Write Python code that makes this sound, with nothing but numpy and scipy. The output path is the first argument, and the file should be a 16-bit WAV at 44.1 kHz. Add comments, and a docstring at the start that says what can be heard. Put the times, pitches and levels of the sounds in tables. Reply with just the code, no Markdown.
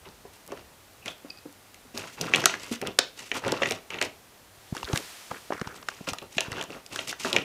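"""A quiet room with a wooden floor, where a kitten moves about in a paper bag.
Creases snap as clicked noise bursts, paws and body thump the walls as damped sines, and bouts of movement
crackle, boom and hiss through the bag's resonances; fur drags sing in narrow noise bands, a small tag tinkles.
The recorder shifts in the hand with ticks, knocks and rubs, and cloth swishes past the microphone.
Behind it lie shaped hiss with a faint hum and a wandering low rumble."""
import sys
import numpy as np
from scipy import signal
from scipy.fft import rfft, irfft
from scipy.io import wavfile

SR = 44100
rng = np.random.default_rng(int(sys.argv[2]) if len(sys.argv) > 2 else 0)


def bounce(signal):
    """Save signal as a 16-bit WAV file at the path given by the first command-line argument."""
    frames = np.transpose(np.atleast_2d(signal))
    limited = np.clip(frames, -1, 1)
    pcm = np.round(limited * 32767).astype(np.int16)
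    wavfile.write(sys.argv[1], SR, pcm)


N = 328104  # length in samples

# Creases that buckle, and a few sharp repeats about 10 ms after a loud snap: start_s, level_db (peak of the
# body), pitch_hz, treble_db (edge against body)
SNAPS = [(0.5197, -30.5, 930, -3), (0.574, -36, 1680, -25), (0.61, -45, 2400, -25), (1.059, -25, 2130, 1.5),
         (1.0804, -19.5, 3040, -16), (1.744, -42, 2160, 8), (1.9761, -24, 4670, 4),
         (2.212, -17.5, 5600, -2), (2.3371, -3, 2200, -40), (2.346, -9, 2780, -26),
         (2.3596, -14.5, 2570, 1.5), (2.4393, -14.5, 1650, -15), (2.4573, -7, 1610, 13.5),
         (2.495, -18.5, 2090, -24), (2.539, -19, 1810, -29), (2.8153, -27, 1780, 3.5),
         (2.8718, -23, 2700, 4), (2.9873, -10.5, 1520, -20), (2.989, -3.5, 4250, 4.5),
         (3.316, -9.5, 2170, -44), (3.48, -23.5, 3240, 1), (3.521, -25.5, 825, 14.5),
         (3.621, -15, 2370, -35), (3.632, -10, 2160, -38), (3.6574, -14, 2200, -30),
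         (3.709, -18.5, 2000, 5), (3.721, -17, 3150, -4), (3.9036, -25, 2280, -7),
         (3.9424, -19.5, 2270, -48), (3.986, -23.5, 2490, -37), (4.0141, -12.5, 2060, -1),
         (4.0254, -17.5, 2600, 2), (6.0877, -17.5, 3100, -6), (6.1337, -23, 1100, 1.5),
         (6.1851, -26, 2920, -4), (6.3817, -10, 2730, -26), (6.394, -29, 3000, -20),
         (6.4069, -16.5, 3200, 4), (6.5183, -23, 1780, 0), (6.5814, -25.5, 1400, -34),
         (6.612, -19, 2580, -6), (6.6255, -26, 1470, 4.5), (6.639, -34, 1010, 8),
         (6.8632, -31.5, 7140, 0.5), (6.9599, -21, 1450, 3.5), (6.99, -18.5, 2600, -33),
         (7.127, -21.5, 1400, -25), (7.2479, -16, 1280, -17), (7.3293, -12, 3300, -3.5),
         (7.3633, -4.5, 2330, -10.5)]
# Paws and body against walls and floor: start_s, level_db, pitch_hz
THUMPS = [(0.0572, -46, 377), (0.2507, -36, 403), (0.5208, -25, 406), (1.2459, -35.5, 286),
          (1.4546, -34.5, 295), (1.85, -44.5, 248), (1.9433, -32, 243), (2.21, -29.5, 170),
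          (2.4396, -27, 364), (2.7125, -22.5, 238), (2.8237, -21.5, 410), (3.4622, -21, 520),
          (3.5215, -16.5, 368), (3.6179, -18.5, 548), (3.7099, -24, 440), (4.88, -35.5, 415),
          (4.898, -29, 420), (4.911, -44, 450), (6.6975, -35.5, 356), (7.247, -26, 248),
          (7.3356, -26.5, 380)]
# Bouts of movement: start_s, length_s, crackle_db, manner (negative leans on the walls, positive slides)
RUSTLES = [(0.046, 0.063, -49.5, -1.4), (0.326, 0.044, -60, 0.74), (0.467, 0.14, -50.5, -2.9),
           (1.05, 0.065, -43.5, 0.055), (1.244, 0.067, -59.5, -1.4), (1.45, 0.11, -78, -1.7),
           (1.935, 0.14, -42, -0.13), (2.07, 0.092, -58, 0.68), (2.162, 0.24, -37, -0.38),
           (2.332, 0.11, -35, -0.19), (2.43, 0.14, -39, -0.1), (2.581, 0.13, -46, 0.36),
           (2.71, 0.057, -43, 0.51), (2.806, 0.11, -39.5, -2), (3.151, 0.18, -52, 0.44),
           (3.336, 0.053, -36.5, 0.2), (3.416, 0.16, -34, -0.72), (3.589, 0.17, -36.5, -0.29),
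           (3.896, 0.11, -42, -1.3), (4.008, 0.066, -37.5, -0.083), (5.856, 0.23, -55.5, 0.46),
           (6.069, 0.042, -33.5, -0.014), (6.213, 0.044, -46, -1.8), (6.3, 0.14, -57, 0.65),
           (6.39, 0.096, -44, -0.32), (6.495, 0.14, -40, -0.47), (6.679, 0.11, -44.5, -0.44),
           (6.899, 0.15, -43.5, 0.24), (7.07, 0.053, -42, 0.65), (7.186, 0.11, -50, 0.94),
           (7.242, 0.075, -38, -0.001), (7.321, 0.093, -32.5, -0.47)]
# Fur or a finger drags on one spot: start_s, length_s, level_db, pitch_hz (at the start)
DRAGS = [(1.019, 0.074, -53, 2650), (1.079, 0.083, -47.5, 3550), (5.576, .04, -44, 1550),
         (5.693, 0.06, -48, 1550), (6.395, 0.05, -42, 3100)]
# Touches of the tag: start_s, level_db
TAG_TOUCHES = [(1.3015, -42), (1.3042, -34.5), (1.374, -47), (1.3866, -48)]
# Ringing modes of the tag: pitch_hz, level_db, t60_s
TAG_MODES = [(2540, -2, 0.04), (4780, 10, 0.011), (9200, -22, 0.026)]
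# Resonances of the paper bag: pitch_hz, width_hz, level_db
BAG_RESONANCES = [(390, 256, 6.5), (676, 130, 11.5), (1400, 44, 2), (1700, 130, -9.5), (2723, 220, 6.5),
                  (4250, 130, 5), (5730, 1450, 6.5), (6900, 270, 13)]
# Spectrum of the sliding hiss: frequency_hz, density_db
SLIDE_SPECTRUM = [(1180, -39), (2000, -4.5), (2770, -4), (3580, -7), (7740, -9), (15500, -28)]
# Ticks of the recorder's case in the hand: start_s, level_db (peak of the body), pitch_hz, treble_db
CASE_TICKS = [(4.75, -27.5, 830, -6), (4.767, -23.5, 1470, -7), (4.778, -28, 3230, -10),
              (4.83, -20.5, 880, -18), (4.845, -25, 3830, -12), (4.851, -28, 3800, -14),
              (4.887, -30, 3800, -15), (4.931, -18, 950, -36), (4.959, -17.5, 1610, -1.5),
              (4.975, -19.5, 2170, 5.5), (5.311, -26, 1040, -34), (5.533, -30, 930, -40),
              (5.578, -32.5, 1600, -13), (5.597, -32, 1350, -20), (5.614, -20.5, 1520, -9),
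              (5.673, -24, 1100, -34), (5.743, -36, 907, -16), (5.776, -42, 3280, -6),
              (5.827, -33.5, 1210, -26), (5.886, -15.5, 1380, -9)]
# Knocks on the case: start_s, level_db, pitch_hz
CASE_KNOCKS = [(0.07, -35, 109), (4.7247, -17, 141), (4.7665, -31, 258), (4.838, -30, 60),
               (4.9335, -9, 141), (5.3127, -14.5, 422), (5.5038, -17.5, 393), (5.5218, -14.5, 554),
               (5.6151, -16.5, 210), (5.6704, -29, 129), (6.0083, -27, 205), (6.1204, -27, 97),
               (6.3679, -27, 190), (6.4816, -25, 118.3), (6.5186, -26.5, 109)]
# Fingers rub the case: start_s, length_s, crackle_db, manner (negative presses, positive slides)
CASE_RUBS = [(4.734, 0.12, -46.5, -0.041), (4.855, 0.18, -42.5, -0.85), (5.298, 0.088, -44.5, -0.34),
             (5.512, 0.094, -44.5, -0.38), (5.601, 0.23, -48.5, -0.25), (5.75, 0.029, -69.5, 1.36)]
# Level curve of the cloth swish: time_s, level_db
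SWISH_CURVE = [(4.55, -62.5), (4.9, -49.5), (4.96, -38), (5.01, -44), (5.5, -53.5), (5.95, -87)]
# Decay of the room by frequency: frequency_hz, t60_s
ROOM_DECAY = [(200, 0.28), (600, 0.3), (1500, 0.2), (4000, 0.35), (10000, 0.047)]
# Spectrum of room tone and microphone hiss, with a hum near 100 Hz: frequency_hz, density_db
QUIET_SPECTRUM = [(20, -11), (60, -11.5), (85, -13), (100, -4), (120, -11.5), (560, -12), (690, -11.5),
                  (1050, -14.5), (15500, -26)]

WALL_KICK_DB, WALL_KICK_HZ = -22.5, 393  # every snap also kicks the wall, dB against the snap's level
BOOM_DB, BOOM_PER_MANNER_DB = -1.5, -2  # wall boom against the crackle
HISS_DB, HISS_PER_MANNER_DB = -6.5, 17  # sliding layer against the crackle
SWELL_SHARE, SAG_DB, STOP_SHARE = 0.22, -2.5, 0.25  # shares of a bout's length; sag in dB
FINE_TICK_DB, RESTING_DB = -9, -49.5  # finest ticks: against a bout's crackle, and at rest
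DRAG_WIDTH, DRAG_SAG = 0.13, 0.056  # shares of the pitch: width setting, fall to the end
ROOM_DB, FIRST_WALL_S, BUILD_S, WALL_CUT_HZ = -12.5, 0.005, 0.0023, 5000
QUIET_DB, RUMBLE_DB, RUMBLE_SWING_DB = -54, -69, 4
CUTOFF_HZ = 16300  # top of the microphone's range


def from_db(db):
    """Decibels to amplitude."""
    return 10 ** (np.asarray(db) / 20)


def rms_one(x):
    """Scale to an rms of 1."""
    return x / np.sqrt(np.mean(x ** 2) + 1e-20)


def at_hz(points, hz):
    """Read a curve between its points along log frequency."""
    frequencies, values = np.array(points).T
    return np.interp(np.log(hz), np.log(frequencies), values)


def filtered(x, order, hz, kind):
    """Butterworth filter."""
    return signal.sosfilt(signal.butter(order, hz, kind, fs=SR, output="sos"), x)


def band(x, low_hz, high_hz):
    """Keep a band, its top limited to 0.45 of the sample rate."""
    return filtered(x, 2, [low_hz, min(high_hz, .45 * SR)], "band")


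def resonance(x, hz, width_hz):
    """Two-pole ringing, with a gain near 1 on its pitch."""
    r = np.exp(-np.pi * width_hz / SR)
    zeros = (1 - r * r) / 2 * np.array([1, 0, -1])
    poles = [1, -2 * r * np.cos(2 * np.pi * hz / SR), r * r]
    return signal.lfilter(zeros, poles, x)


def drift(rate_hz):
    """Slow random wander with an rms of 1, from noise through a double low-pass."""
    r = np.exp(-2 * np.pi * rate_hz / SR)
    noise = rng.standard_normal(N + SR)
    return rms_one(signal.lfilter([1], [1, -2 * r, r * r], noise)[SR:])  # skip the settling second


def coloured(spectrum):
    """Noise shaped to a spectrum; rms 1."""
    hz = np.maximum(np.fft.rfftfreq(N, 1 / SR), 1)
    shaped = rfft(rng.standard_normal(N)) * from_db(at_hz(spectrum, hz))
    return rms_one(irfft(shaped, N))


def add(out, start_s, sound):
    """Mix a sound into the output at its start."""
    i = round(start_s * SR)
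    out[i:i + len(sound)] += sound[:len(out) - i]


def in_bag(x, plain_db):
    """The bag's resonances, their signs alternating, over a plain path."""
    out = from_db(plain_db) * x
    for k, (hz, width_hz, db) in enumerate(BAG_RESONANCES):
        out = out + (-1) ** k * from_db(db) * resonance(x, hz, width_hz)
    return out


def snaps(events, decay_s, plain_db):
    """A sudden buckle: a burst of a few ms rings around its own pitch, with a shorter bright edge."""
    out, t = np.zeros(N), np.arange(1500) / SR
    chance = rng.standard_normal((len(events), 2, len(t)))
    for (start_s, db, hz, treble_db), (body_noise, edge_noise) in zip(events, chance):
        # the fold lets go with one sharp click
        burst = band(body_noise * np.exp(-t / decay_s) + 1.37 * (t == 0), 496, 3930)
        ring = resonance(resonance(burst, hz, 0.69 * hz), hz, 0.69 * hz)
        body = in_bag(burst, plain_db) + from_db(14.5) * ring
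        edge = band(edge_noise * np.exp(-t / (.5 * decay_s)) + 3.1 * (t == 0), 2550, 8270)
        body = body / np.abs(body).max()
        edge = edge / np.abs(edge).max()
        add(out, start_s, from_db(db) * (body + from_db(treble_db) * edge))
    return out


def thumps(events, cycles, rumble_s, rumble_db):
    """A soft push: a damped swing at the wall's pitch, with a short noise rumble around it."""
    out, t = np.zeros(N), np.arange(3000) / SR
    chance = rng.standard_normal((len(events), len(t)))
    soft_start = 1 - np.exp(-t / 0.0012)
    for (start_s, db, hz), noise in zip(events, chance):
        swing = -np.sin(2 * np.pi * hz * t) * np.exp(-t * hz / cycles)
        rumble = rms_one(band(noise, 0.59 * hz, 1.88 * hz)) * np.exp(-t / rumble_s)
        add(out, start_s, from_db(db) * (swing + from_db(rumble_db) * rumble) * soft_start)
    return out


def rustle(table, low_hz, high_hz, plain_db):
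    """Small creases crackle, walls boom loosely, and sliding adds wavering hiss with the finest crackle."""
    boom = band(grains(600, spread_db=2.0, clump_db=4.5), 98, 600)
    wall_hz, wall_width_hz = BAG_RESONANCES[0][:2]
    boom = rms_one(boom + from_db(-7.0) * resonance(boom, wall_hz, wall_width_hz))
    hiss = from_db(3.94 * drift(60)) * coloured(SLIDE_SPECTRUM)
    slide = hiss + from_db(-2.5) * crackle(3000, 12800, plain_db)
    return (bouts(table, 0, 0) * crackle(low_hz, high_hz, plain_db)
            + bouts(table, BOOM_DB, BOOM_PER_MANNER_DB) * boom
            + bouts(table, HISS_DB, HISS_PER_MANNER_DB) * slide)


def bouts(table, base_db, per_manner_db):
    """Each bout swells fast, sags a little and stops; its manner sets the mix."""
    t, gain = np.arange(N) / SR, np.zeros(N)
    for start_s, length_s, db, manner in table:
        corners = start_s + length_s * np.array([0, SWELL_SHARE, 1 - STOP_SHARE, 1 + STOP_SHARE])
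        shape = np.interp(t, corners, [0, 1, from_db(SAG_DB), 0])
        gain += from_db(db + base_db + per_manner_db * manner) * shape
    return gain


def crackle(low_hz, high_hz, plain_db):
    """Each small crease clicks at one of seven pitches and rings briefly inside the bag's resonances."""
    clicks = grains(1500, spread_db=3.9, clump_db=5)
    pitches = np.geomspace(low_hz, high_hz, num=7)
    dealt = rng.integers(len(pitches), size=N)
    rings = np.zeros(N)
    for k, hz in enumerate(pitches):
        own = clicks * (dealt == k) + 1e-18  # an inaudible offset
        rings += resonance(resonance(own, hz, 0.44 * hz), hz, 0.44 * hz) / hz
    return rms_one(in_bag(rings, plain_db))


def grains(per_s, spread_db, clump_db):
    """Random clicks of very uneven size that come in clumps."""
    sizes = from_db(spread_db * np.minimum(rng.exponential(1, N), 5)) * rng.choice([-1, 1], N)
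    return sizes * (rng.random(N) < per_s * from_db(clump_db * drift(25)) / SR)


def fine_ticks():
    """The thinnest creases give lone high ticks: faint at rest, louder in movement."""
    ticks = band(grains(40, spread_db=6.0, clump_db=2), 4500, 15000)
    movement = bouts([*RUSTLES, *CASE_RUBS], FINE_TICK_DB, 2.5)
    return (from_db(RESTING_DB) + movement) * ticks


def drags():
    """Dragging sings: a wavering narrow noise band sinks a little and fades."""
    out = np.zeros(N)
    chance = rng.standard_normal((len(DRAGS), 2, 5000))
    for (start_s, length_s, db, hz), noise in zip(DRAGS, chance):
        part = np.arange(min(round(length_s * SR), 5000)) / (length_s * SR)  # 0 to 1 through the drag
        r = np.exp(-np.pi * DRAG_WIDTH * hz / SR)
        slow = rms_one(signal.lfilter([1], [1, -2 * r, r * r], noise))
        a, b = slow[:, :len(part)]
        phase = 2 * np.pi * np.cumsum(hz * (1 - DRAG_SAG * part)) / SR
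        tone = a * np.cos(phase) + b * np.sin(phase)
        add(out, start_s, from_db(db) * tone * np.sin(np.pi * part ** 0.36))  # quick rise, slower fade
    return out


def tag():
    """Each touch strikes the tag's modes, decaying sines."""
    out, t = np.zeros(N), np.arange(SR // 4) / SR
    ring = sum(from_db(db - 60 * t / t60_s) * np.sin(2 * np.pi * hz * t) for hz, db, t60_s in TAG_MODES)
    for start_s, db in TAG_TOUCHES:
        add(out, start_s, from_db(db) * ring * (1 - np.exp(-t / 0.00015)))
    return out


def paper_bag():
    """Everything that moves in the bag; each snap kicks the wall too."""
    kicks = [(start_s, db + WALL_KICK_DB, WALL_KICK_HZ) for start_s, db, *_ in SNAPS]
    return (snaps(SNAPS, decay_s=0.0028, plain_db=-9.0)
            + thumps([*THUMPS, *kicks], cycles=3.33, rumble_s=0.0093, rumble_db=-3.0)
            + tag()
            + rustle(RUSTLES, low_hz=900, high_hz=3850, plain_db=2.5)
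            + fine_ticks() + drags())


def hand():
    """The recorder shifts in the hand: sound comes through its case, dry and with little of the bag."""
    return (snaps(CASE_TICKS, decay_s=0.0022, plain_db=3.5)
            + thumps(CASE_KNOCKS, cycles=0.57, rumble_s=0.0036, rumble_db=-1.5)
            + rustle(CASE_RUBS, low_hz=1100, high_hz=2070, plain_db=16))


def swish():
    """Cloth passes the microphone: a smooth, broad hiss on a level curve."""
    time_s, level_db = np.transpose(SWISH_CURVE)
    hiss = filtered(rng.standard_normal(N), 1, [800, 6000], "band")
    level = np.interp(np.arange(N) / SR, time_s, level_db, left=-120, right=-120)
    return from_db(level) * rms_one(hiss)


def room(x):
    """Reverberation: noise that dies band by band, after a short wait for the first wall."""
    t = np.arange(SR // 2) / SR
    edges = 60 * 2. ** np.arange(9)  # octaves
    tail = np.zeros(len(t))
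    for low, high in zip(edges, edges[1:]):
        t60_s = at_hz(ROOM_DECAY, np.sqrt(low * high))
        tail += band(rng.standard_normal(len(t)), low, high) * from_db(-60 * t / t60_s)
    tail = (1 - np.exp(-t / BUILD_S)) * tail / np.sqrt(np.sum(tail ** 2))
    tail = np.concatenate([np.zeros(round(FIRST_WALL_S * SR)), tail])
    dull = filtered(x, 1, WALL_CUT_HZ, "low")  # walls return less treble
    return signal.fftconvolve(dull, tail)[:N]


def background():
    """Room tone and microphone hiss as shaped noise; a low rumble comes and goes."""
    rumble = rms_one(band(rng.standard_normal(N), 29, 88))
    rumble_level = from_db(RUMBLE_DB + RUMBLE_SWING_DB * drift(6.6))
    return from_db(QUIET_DB) * coloured(QUIET_SPECTRUM) + rumble_level * rumble


def scene():
    """The bag sounds in the room; hand, cloth and background stay dry."""
    bag = paper_bag()
    return (bag + from_db(ROOM_DB) * room(bag) + hand() + swish() + background())[None]


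def record(dry):
    """The microphone drops the deepest bass, clips at full scale and cuts the top."""
    heard = filtered(dry, 2, 45, "high")
    clipped = np.clip(heard, -1, 1)
    return signal.sosfilt(signal.cheby2(12, 60, CUTOFF_HZ, fs=SR, output="sos"), clipped)


dry = scene()
out = record(dry)
bounce(out)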